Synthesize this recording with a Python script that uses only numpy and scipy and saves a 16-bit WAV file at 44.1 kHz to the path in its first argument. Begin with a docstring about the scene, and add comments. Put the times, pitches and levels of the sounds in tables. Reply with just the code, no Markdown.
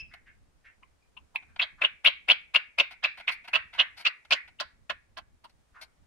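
"""A ring-necked parrot, close by on a carpet, gives a run of short clucking chirps that swell and fade,
most of them about four a second. Each is a dry rasp: noise spurts ringing chest, windpipe, throat and beak.
One to three rough whistled strokes, noisy sweeping sines, climb in pitch; the last chirps are nearly all rasp.
Beaks tick softly in between (short noise scrapes), with a few chuffs (resonant noise) and faint thin peeps
(wavering sines), one of them a tiny soft chirp. A small room rings briefly over a quiet low rumble and hiss."""
import sys
import numpy as np
from scipy import signal
from scipy.fft import rfft, irfft, next_fast_len
from scipy.io import wavfile

SR = 44100
rng = np.random.default_rng(int(sys.argv[2]) if len(sys.argv) > 2 else 0)


def materialize(psi):
    """Save the field psi as 16-bit PCM at rate SR to the path in sys.argv[1].

    A 1-D psi becomes a single channel; in a 2-D psi each row is a channel.
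    """
    bounded = np.clip(np.atleast_2d(psi).T, -1, 1)
    quanta = np.round(bounded * 32767).astype(np.int16)
    wavfile.write(sys.argv[1], SR, quanta)


N = 267334
GRAIN = np.arange(-4096, 4096) / SR  # time axis of one short sound [s], zero at its centre

# All source levels below are taken before the final mix.
LOUD_DB = -29  # rasp level of a chirp at full effort
ATTACK_S, RISE_SHARE = 0.0027, 0.69  # the rasp swells over this time, plus this share of the lead
THROAT_BASE_HZ, THROAT_HZ_PER_DB = 1477, 27  # the throat resonance sinks as the chest takes over
# the chest resonance sinks with effort and as the chest takes over
CHEST_BASE_HZ, CHEST_HZ_PER_DB, CHEST_HZ_PER_CHEST_DB = 657, 12, 5.5
# opening stroke: its rasp eases in ahead of its whistle; its hiss is stronger as the beak opens
OPEN_RISE_S, OPEN_S, OPEN_RASP_DB, OPEN_HISS_DB = 0.0063, 0.0036, -4.5, 9.5
# the tongue snaps as hard as the beak rings, and is heard even through a shut beak
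SNAP_DB, SNAP_S, SNAP_LEAST_DB = -2.5, 0.0012, -5
RASP_PAN_DB = -4  # left minus right

# The chirps, one a row: (time of last stroke [s], number of strokes, lead from opening to last stroke [s],
# fall [s], rasp level [dB], chest [dB re rasp], beak [dB re rasp], hiss [dB re rasp],
# whistle level [dB], whistle pitch [Hz], whistle left minus right [dB])
CHIRP_STROKES = [(0.833, "single", 0.0083, 0.0021, -68.5, 17, -20, -27, -49, 2494, 6),
                 (1.174, "single", 0.0045, 0.0077, -61.5, 16, -22, -8, -45.5, 2750, 10.5),
                 (1.360, "single", 0.0092, 0.0022, -48.5, 13, -8, -5, -17.5, 2620, 0.5),
                 (1.624, "double", .024, 0.014, -32, -4, -22, -26, -22, 3232, -2),
                 (1.850, "double", .028, 0.0059, -27.5, -1, -27.5, -29, -12, 2885, -1.5),
                 (2.073, "triple", 0.021, 0.0095, -27, -2, -3, -17, -10.5, 3044, 0.5),
                 (2.315, "triple", 0.025, 0.0067, -27.5, 1.5, -2, -20, -10, 3128, -1),
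                 (2.562, "double", 0.014, 0.0064, -27.5, -3, -1, -18.5, -11.5, 2759, 0.5),
                 (2.803, "double", 0.015, 0.0069, -29.5, 6, 3.5, -17, -11.5, 2792, -1),
                 (3.047, "single", 0.013, .011, -27, -6, -3.5, -27, -18, 2670, -1),
                 (3.292, "double", 0.01, 0.007, -26, -11.5, -11.5, -29, -24, 2670, -8),
                 (3.556, "double", .016, .012, -25.5, -5.5, -6.5, -27, -19, 2701, -7),
                 (3.801, "single", 0.018, .016, -28, -5, -3, -33, -14, 2848, -5.5),
                 (4.072, "triple", .016, 0.0084, -27, -10.5, 2.5, -39, -19.5, 2750, -4.5),
                 (4.332, "triple", .018, 0.0071, -27.5, 1.5, 8, -19.5, -16, 3042, -3.5),
                 (4.602, "single", 0.00086, 0.014, -30, -1, 4, -17, -38.5, 3000, 4),
                 (4.901, "single", 0.0016, 0.0078, -25, -2.5, -13, -26.5, -38, 2520, 11),
                 (5.177, "single", 0.0052, 0.012, -39.5, 3, -1.5, -16, -73, 2914, 0),
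                 (5.447, "single", .005, 0.01, -51.5, 8.5, 0.5, -9, -68, 2701, 2)]


def chirp_rasps():
    """Source-filter principle: pushes of turbulent air excite body resonances, ending in a tongue snap."""
    out = np.zeros((2, N))
    for s, strokes, lead, fall, db, chest_db, beak_db, hiss_db, *_ in CHIRP_STROKES:
        throat_hz = THROAT_BASE_HZ - THROAT_HZ_PER_DB * chest_db
        effort_db = db - LOUD_DB
        chest_hz = CHEST_BASE_HZ - CHEST_HZ_PER_DB * effort_db - CHEST_HZ_PER_CHEST_DB * chest_db
        pushes = [(s, swell(ATTACK_S + RISE_SHARE * lead, fall), db, hiss_db)]
        if strokes != "single":
            opening = swell(OPEN_RISE_S, OPEN_S)
            pushes.append((s - lead, opening, db + OPEN_RASP_DB, hiss_db + OPEN_HISS_DB))
        for at, push, level_db, edge_db in pushes:
            pair = [rasp(push, level_db, throat_hz, chest_hz, chest_db, beak_db, edge_db,
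                         syrinx_db=-2.5, grit_db=6.0, edge=1.8) for _ in range(2)]
            add(out, at, two_ears(*pair, RASP_PAN_DB))
        snap_db = db + max(beak_db, SNAP_LEAST_DB) + SNAP_DB
        snap = rasp(swell(1.3 * SNAP_S, SNAP_S), snap_db, 1500, 700, chest_db=-11, beak_db=-12.5,
                    hiss_db=-25.5, syrinx_db=-6.5, grit_db=5.5, edge=.5)
        add(out, s, snap)
    return out * undb(-2.5)


RASP_TOP_HZ = 7660  # the rasp dies away above this
# The syrinx rasps over a broad band: (centre [Hz], width of one filter pass [Hz])
SYRINX_BAND = (2900, 1700)
# The beak rings above it: (centre [Hz], width of one filter pass [Hz])
BEAK_BAND = (4510, 1600)
# Thin hiss at the beak's edge: (low limit [Hz], high limit [Hz])
HISS_BAND = (8500, 11900)


def rasp(push, db, throat_hz, chest_hz, chest_db, beak_db, hiss_db, syrinx_db, grit_db, edge,
         throat_width_hz=650, chest_width_hz=330):
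    """Parallel formants: uneven air spurts excite chest, windpipe, throat, syrinx and beak side by side."""
    grit = undb(grit_db * wobble(450))
    air = push * grit * rng.standard_normal((7, len(GRAIN)))
    hard = push ** edge  # weights the treble towards the hardest part of the push
    parts = [
        (resonate(air[0], chest_hz, chest_width_hz), chest_db - 1),
        (resonate(air[1], .72 * throat_hz, 400), -5),  # the windpipe rings below the throat
        (resonate(air[2], 1.047 * throat_hz, throat_width_hz), -1),
        (resonate(air[3], *SYRINX_BAND), syrinx_db),
        (resonate(air[4] * hard, *BEAK_BAND), beak_db),
        (resonate(air[5], 250, 210), chest_db - 18.0),  # the soft puff underneath
    ]
    body = sum(dose(sound, push, db + rel_db) for sound, rel_db in parts)
    body = signal.sosfilt(signal.butter(3, RASP_TOP_HZ, fs=SR, output="sos"), body)
    hiss = signal.sosfilt(signal.butter(2, HISS_BAND, "band", fs=SR, output="sos"), air[6] * hard)
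    return body + dose(hiss, push, db + hiss_db)


def chirp_whistles(second_ratio=1.24, second_db=-12, lag_spread_s=.00005):
    """Two-voice principle: both sides of the syrinx swing at once, the second higher, and beat together."""
    out = np.zeros((2, N))
    for s, half, db, hz, pan_db in bursts():
        push = swell(half, half)
        first = whistle(push, db, hz, jitter=0.073, flutter_db=4.5, glide_hz_per_s=11000)
        second = whistle(push, db + second_db, hz * second_ratio,
                         jitter=.06, flutter_db=-0.5, glide_hz_per_s=8300)
        left, right = place(first, pan_db) + place(second, 4.5)
        # a small chance lag at the right ear, different for each stroke, widens the whistle
        lag = int(round(lag_spread_s * SR * rng.standard_normal()))
        add(out, s, np.array([left, np.roll(right, lag)]))
    return out


WHISTLE_SHARE = 0.56  # half length of the last whistle against the fall of the rasp
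# the opening whistle starts alike in all chirps that have one, then weakens as the run goes on
OPEN_DB, OPEN_HZ, OPEN_PAN_DB = -17, 2520, 6  # the pan is added to that of the last stroke
OPEN_FADE_FROM_S, OPEN_FADE_DB_PER_S = 2.5, 1.5
MIDDLE_S = 0.0037  # half length of a middle stroke


def bursts():
    """Pitch stepping: evenly spaced strokes, as (time [s], half length [s], level [dB], pitch [Hz], pan [dB])."""
    for s, strokes, lead, fall, *_, db, hz, pan_db in CHIRP_STROKES:
        yield s, WHISTLE_SHARE * fall, db, hz, pan_db
        if strokes != "single":
            open_db = OPEN_DB - OPEN_FADE_DB_PER_S * max(s - OPEN_FADE_FROM_S, 0)
            yield s - lead, OPEN_S, open_db, OPEN_HZ, pan_db + OPEN_PAN_DB
        if strokes == "triple":
            yield s - lead / 2, MIDDLE_S, db, (OPEN_HZ + hz) / 2, pan_db


def whistle(push, db, hz, jitter, flutter_db, glide_hz_per_s):
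    """Frequency and amplitude modulation: a membrane swings with unsteady pitch and strength."""
    pitch = hz * (1 + jitter * wobble(600)) + glide_hz_per_s * GRAIN
    tone = np.sin(2 * np.pi * np.cumsum(pitch) / SR)
    strength = undb(flutter_db * wobble(290))
    return dose(push * strength * tone, push, db)


TICK_CHEST_DB = -2.5
TICK_HISS_DB, TICK_HISS_PER_BEAK_DB = -10, 0.97  # a ringing beak also hisses more
# Beak ticks and nibbles: (time [s], half length before shaping [s], level [dB], beak [dB re level])
BEAK_TICKS = [(0.14, 0.0065, -46.5, -7.5), (1.428, 0.0096, -59.5, -22), (1.562, 0.0032, -42, -24),
              (2.917, 0.015, -47.5, -5.5), (3.179, .011, -46, -8), (3.201, 0.011, -44, -11),
              (3.322, 0.018, -51, 8), (3.45, 0.014, -52.5, -9), (3.482, 0.0098, -41.5, -8),
              (3.745, 0.024, -46, -11), (3.987, 0.03, -49.5, 1.5), (4.01, 0.0095, -48.5, 1.5),
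              (4.252, 0.0052, -52.5, -8.5), (4.482, 0.009, -53, -9), (5.499, .008, -68, 5),
              (5.822, 0.016, -49, 5.5)]


def ticks():
    """Friction noise: short gritty scrapes of the beaks excite the same resonator bank."""
    out = np.zeros(N)
    for s, half, db, beak_db in BEAK_TICKS:
        hiss_db = TICK_HISS_DB + TICK_HISS_PER_BEAK_DB * beak_db
        push = swell(0.48 * half, 0.85 * half)
        scrape = rasp(push, db, 2100, 800, TICK_CHEST_DB, beak_db, hiss_db,
                      syrinx_db=-3.5, grit_db=4.0, edge=.4)
        add(out, s, scrape)
    return out


CHUFF_WIDTH_HZ = 750  # of one filter pass
# Chuffs of resonant noise; the strongest, at 4.363 s, is probably the room answering a chirp:
# (time [s], half length [s], level [dB], centre [Hz])
CHUFF_EVENTS = [(0.135, 0.021, -54, 1820), (0.279, 0.013, -53, 1890), (0.664, 0.014, -51, 1910),
                (1.502, 0.018, -65.5, 1560), (1.792, 0.009, -51, 1353), (4.363, 0.016, -35.5, 2000),
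                (5.766, 0.017, -49.5, 1340)]
# Faint thin peeps, the one at 1.027 s a tiny soft chirp:
# (time [s], half length [s], level before harmonic weights [dB], pitch [Hz])
PEEP_EVENTS = [(0.006, 0.0082, -36, 2611), (0.1, 0.019, -61, 2540), (1.027, .003, -65.5, 2450)]


def chuffs_and_peeps():
    """Noise and tone excitation: chuffs are resonant air noise, peeps a sine with a weak octave."""
    out = np.zeros(N)
    for s, half, db, hz in CHUFF_EVENTS:
        push = swell(half, half)
        air = push * rng.standard_normal(len(GRAIN))
        add(out, s, dose(resonate(air, hz, CHUFF_WIDTH_HZ), push, db))
    for s, half, db, hz in PEEP_EVENTS:
        for multiple, rel_db in ((1, -0.5), (2, -9)):
            peep = whistle(swell(half, half), db + rel_db, multiple * hz,
                           jitter=0.026, flutter_db=1.0, glide_hz_per_s=-900)
            add(out, s, peep)
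    return out


# Shading of the right ear from the beak: (frequency [Hz], gain of the right ear's rasps and ticks [dB])
EAR_SHADE = [(200, -8.5), (700, -6.5), (1200, 0.5), (1800, -1), (3000, 2), (4000, 0), (5000, -16),
             (8000, -37), (14000, -16.5)]


def shade(sound):
    """Acoustic shadowing: the ear turned from the beak receives a differently coloured sound."""
    left, right = sound
    return np.array([left, colour(right, EAR_SHADE)])


# Near echoes off mirror, hand and carpet: (delay at left ear [s], delay at right ear [s], gain [dB])
NEAR_SURFACES = [(.0014, .0019, -18), (.0029, .0037, -17.5), (.0054, .0046, -16)]


def near_echoes(birds):
    """Comb filtering: delayed copies from small near surfaces colour each ear differently."""
    out = birds.copy()
    for left_s, right_s, db in NEAR_SURFACES:
        for ear, lag_s in enumerate((left_s, right_s)):
            lag = int(lag_s * SR)
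            out[ear, lag:] += undb(db) * birds[ear, :N - lag]
    return out


# Throw of the sound into the room as the bird turns its head: (time [s], body gain [dB], bright gain [dB])
HEAD_TURN = [(1.36, -3.5, -4), (1.6, -1.5, -3.5), (1.9, -5, 6.5), (2.7, -2, 0.5), (3.1, -3, 8),
             (3.8, 1, -1), (4.35, -6, -7), (4.6, -4.5, 2), (4.9, -9, -4), (5.201, -11.5, -16)]


def thrown(x):
    """Directivity: the body and the bright part sent to the room each vary with the turn of the head."""
    s, body_db, bright_db = np.transpose(HEAD_TURN)
    t = np.arange(N) / SR
    body = signal.sosfiltfilt(signal.butter(4, 2550, fs=SR, output="sos"), x)
    bright = x - body
    return body * undb(np.interp(t, s, body_db)) + bright * undb(np.interp(t, s, bright_db))


# Colour of the room's ring: (frequency [Hz], gain [dB])
ROOM_COLOUR = [(150, -27), (600, -12), (1100, -1.5), (1800, 6), (2300, 8), (2900, -11.5), (3800, -6),
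               (5000, -8), (6500, -22), (12000, -17)]


def sent_to_room(rasps, whistles):
    """Radiation: whistles beam forward while the rasp spreads more freely, and the room colours both."""
    radiated = (undb(0.5) * rasps + undb(-3) * whistles).mean(axis=0)
    return colour(thrown(radiated), ROOM_COLOUR)


def reflections(x, buildup_s, t60_s):
    """Diffuse reverberation: dense echoes build up and decay exponentially, different at each ear."""
    t = np.arange(SR * 3 // 4) / SR
    decay = np.exp(-np.log(1000) * t / t60_s)
    buildup = 1 - np.exp(-(t / buildup_s) ** 2)
    tail = rng.standard_normal((2, len(t))) * decay * buildup
    tail /= np.sqrt(np.sum(tail ** 2, axis=1, keepdims=True))
    return signal.fftconvolve(x[None], tail, axes=1)[:, :N]


RUMBLE_SWAY_DB, RUMBLE_SWAY_HZ = 4, 35
# Spectral shape of the quiet background: (frequency [Hz], relative density [dB per Hz])
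FLOOR_SHAPE = [(20, -10), (70, -5), (110, -15.5), (200, -18), (330, -21.5), (640, -23), (1000, -25.5),
               (1900, -28.5), (3500, -34), (9500, -37.5), (12000, -46), (15500, -52.5)]
# Low rumble: (time [s], level before the sway [dB])
RUMBLE_LEVEL = [(0, -59.5), (.9, -69.5), (1.8, -67.5), (2.7, -72.5), (3.8, -64.5), (4.1, -77), (4.8, -65),
                (6.06, -69.5)]


def background():
    """Filtered noise: partly shared by both ears, split into a lumpy rumble and a faint smooth hiss."""
    noise = colour(rng.standard_normal((2, N)) + 0.22 * rng.standard_normal(N), FLOOR_SHAPE)
    low = signal.sosfiltfilt(signal.butter(2, 260, fs=SR, output="sos"), noise)
    rumble_db = np.interp(np.arange(N) / SR, *np.transpose(RUMBLE_LEVEL))
    rumble_db = rumble_db + RUMBLE_SWAY_DB * drift(RUMBLE_SWAY_HZ)
    hiss_db = -73.5 + 1.0 * drift(2.1)
    return unit(low) * undb(rumble_db) + unit(noise - low) * undb(hiss_db)


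def drift(rate_hz):
    """Slow random modulation: chance values of spread near 1 joined by straight lines."""
    t = np.arange(N) / SR
    return np.interp(t * rate_hz, np.arange(400), rng.standard_normal(400))


def wobble(rate_hz):
    """Band-limited modulation: smooth chance of spread 1 over the length of one grain."""
    lowpass = signal.butter(2, rate_hz, fs=SR, output="sos")
    return unit(signal.sosfilt(lowpass, rng.standard_normal(len(GRAIN))))


def swell(rise, fall):
    """Amplitude envelope: a push of air opens abruptly and dies away as a bell curve."""
    opening = np.abs(GRAIN / rise) ** 3
    closing = (GRAIN / fall) ** 2
    return np.exp(-.5 * np.where(GRAIN < 0, opening, closing))


def resonate(x, hz, width):
    """Resonance: the same peak filter applied twice, for steep skirts."""
    b, a = signal.iirpeak(hz, hz / width, fs=SR)
    once = signal.lfilter(b, a, x)
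    return signal.lfilter(b, a, once)


def colour(x, points):
    """Minimum-phase filtering by a (frequency [Hz], gain [dB]) curve: causal, so attacks stay sharp."""
    size = 2 * next_fast_len(x.shape[-1] // 2 + 4096)
    hz, db = np.transpose(points)
    bins_hz = np.fft.rfftfreq(size, 1 / SR) + 1  # the offset keeps the logarithm finite
    log_gain = np.log(undb(np.interp(np.log(bins_hz), np.log(hz), db)))
    cepstrum = irfft(log_gain)
    # folding the cepstrum to positive times makes the response causal
    cepstrum[1:size // 2] *= 2
    cepstrum[size // 2 + 1:] = 0
    response = np.exp(rfft(cepstrum))
    return irfft(rfft(x, size) * response)[..., :x.shape[-1]]


def two_ears(first, second, pan_db, apart=0.96):
    """Partial coherence: so close to the beak each ear hears a partly different sound."""
    share = np.clip(apart, 0, 1)
    other = np.sqrt(1 - share ** 2) * first + share * second
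    return place(np.array([first, other]), pan_db)


def place(x, pan_db):
    """Interaural level difference: half the left-minus-right decibels go to each ear."""
    return x * undb(np.array([[pan_db], [-pan_db]]) / 2)


def dose(x, push, db):
    """Energy scaling: give a sound the energy of this push at this level."""
    return unit(x) * np.sqrt(np.mean(push ** 2)) * undb(db)


def unit(x):
    """Normalization: scale to a root-mean-square of 1."""
    return x / np.sqrt(np.mean(x ** 2))


def undb(db):
    """Logarithmic level: decibels to amplitude gain."""
    return 10 ** (np.asarray(db) / 20)


def add(track, s, sound):
    """Superposition: mix a grain into the track, centred on time s."""
    at = int(s * SR) + np.arange(len(GRAIN)) - len(GRAIN) // 2
    inside = (at >= 0) & (at < N)
    track[..., at[inside]] += sound[..., inside]


def scene():
    """Superposition of direct sound, near echoes, room reverberation, chuffs, peeps and background."""
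    rasps = shade(chirp_rasps() + ticks())
    whistles = chirp_whistles()
    birds = rasps + whistles
    extras = chuffs_and_peeps()
    scatter = np.array([reflections(side, 0.0012, 0.061)[0] for side in birds])
    sent = sent_to_room(rasps, whistles)
    # carpet and furnishings soak up the treble first, so the ring sinks as it fades
    early = reflections(sent, 0.02, 0.24)
    late = reflections(resonate(sent, 2100, 1500), 0.073, 0.38)
    close = undb(-3.0) * near_echoes(birds) + undb(-8.5) * scatter
    ring = undb(-13.0) * early + undb(-24.5) * late
    extras_room = reflections(colour(extras, [(2600, 0.5), (5000, -14)]), .008, 0.23)
    return close + ring + undb(-4.5) * extras + undb(-3) * extras_room + background()


TOP_HZ = 15700


def record(dry):
    """Band limiting: a steep elliptic low-pass removes the extreme treble."""
    return signal.sosfilt(signal.ellip(10, .2, 80, TOP_HZ, fs=SR, output="sos"), dry)


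dry = scene()
out = record(dry)
materialize(out)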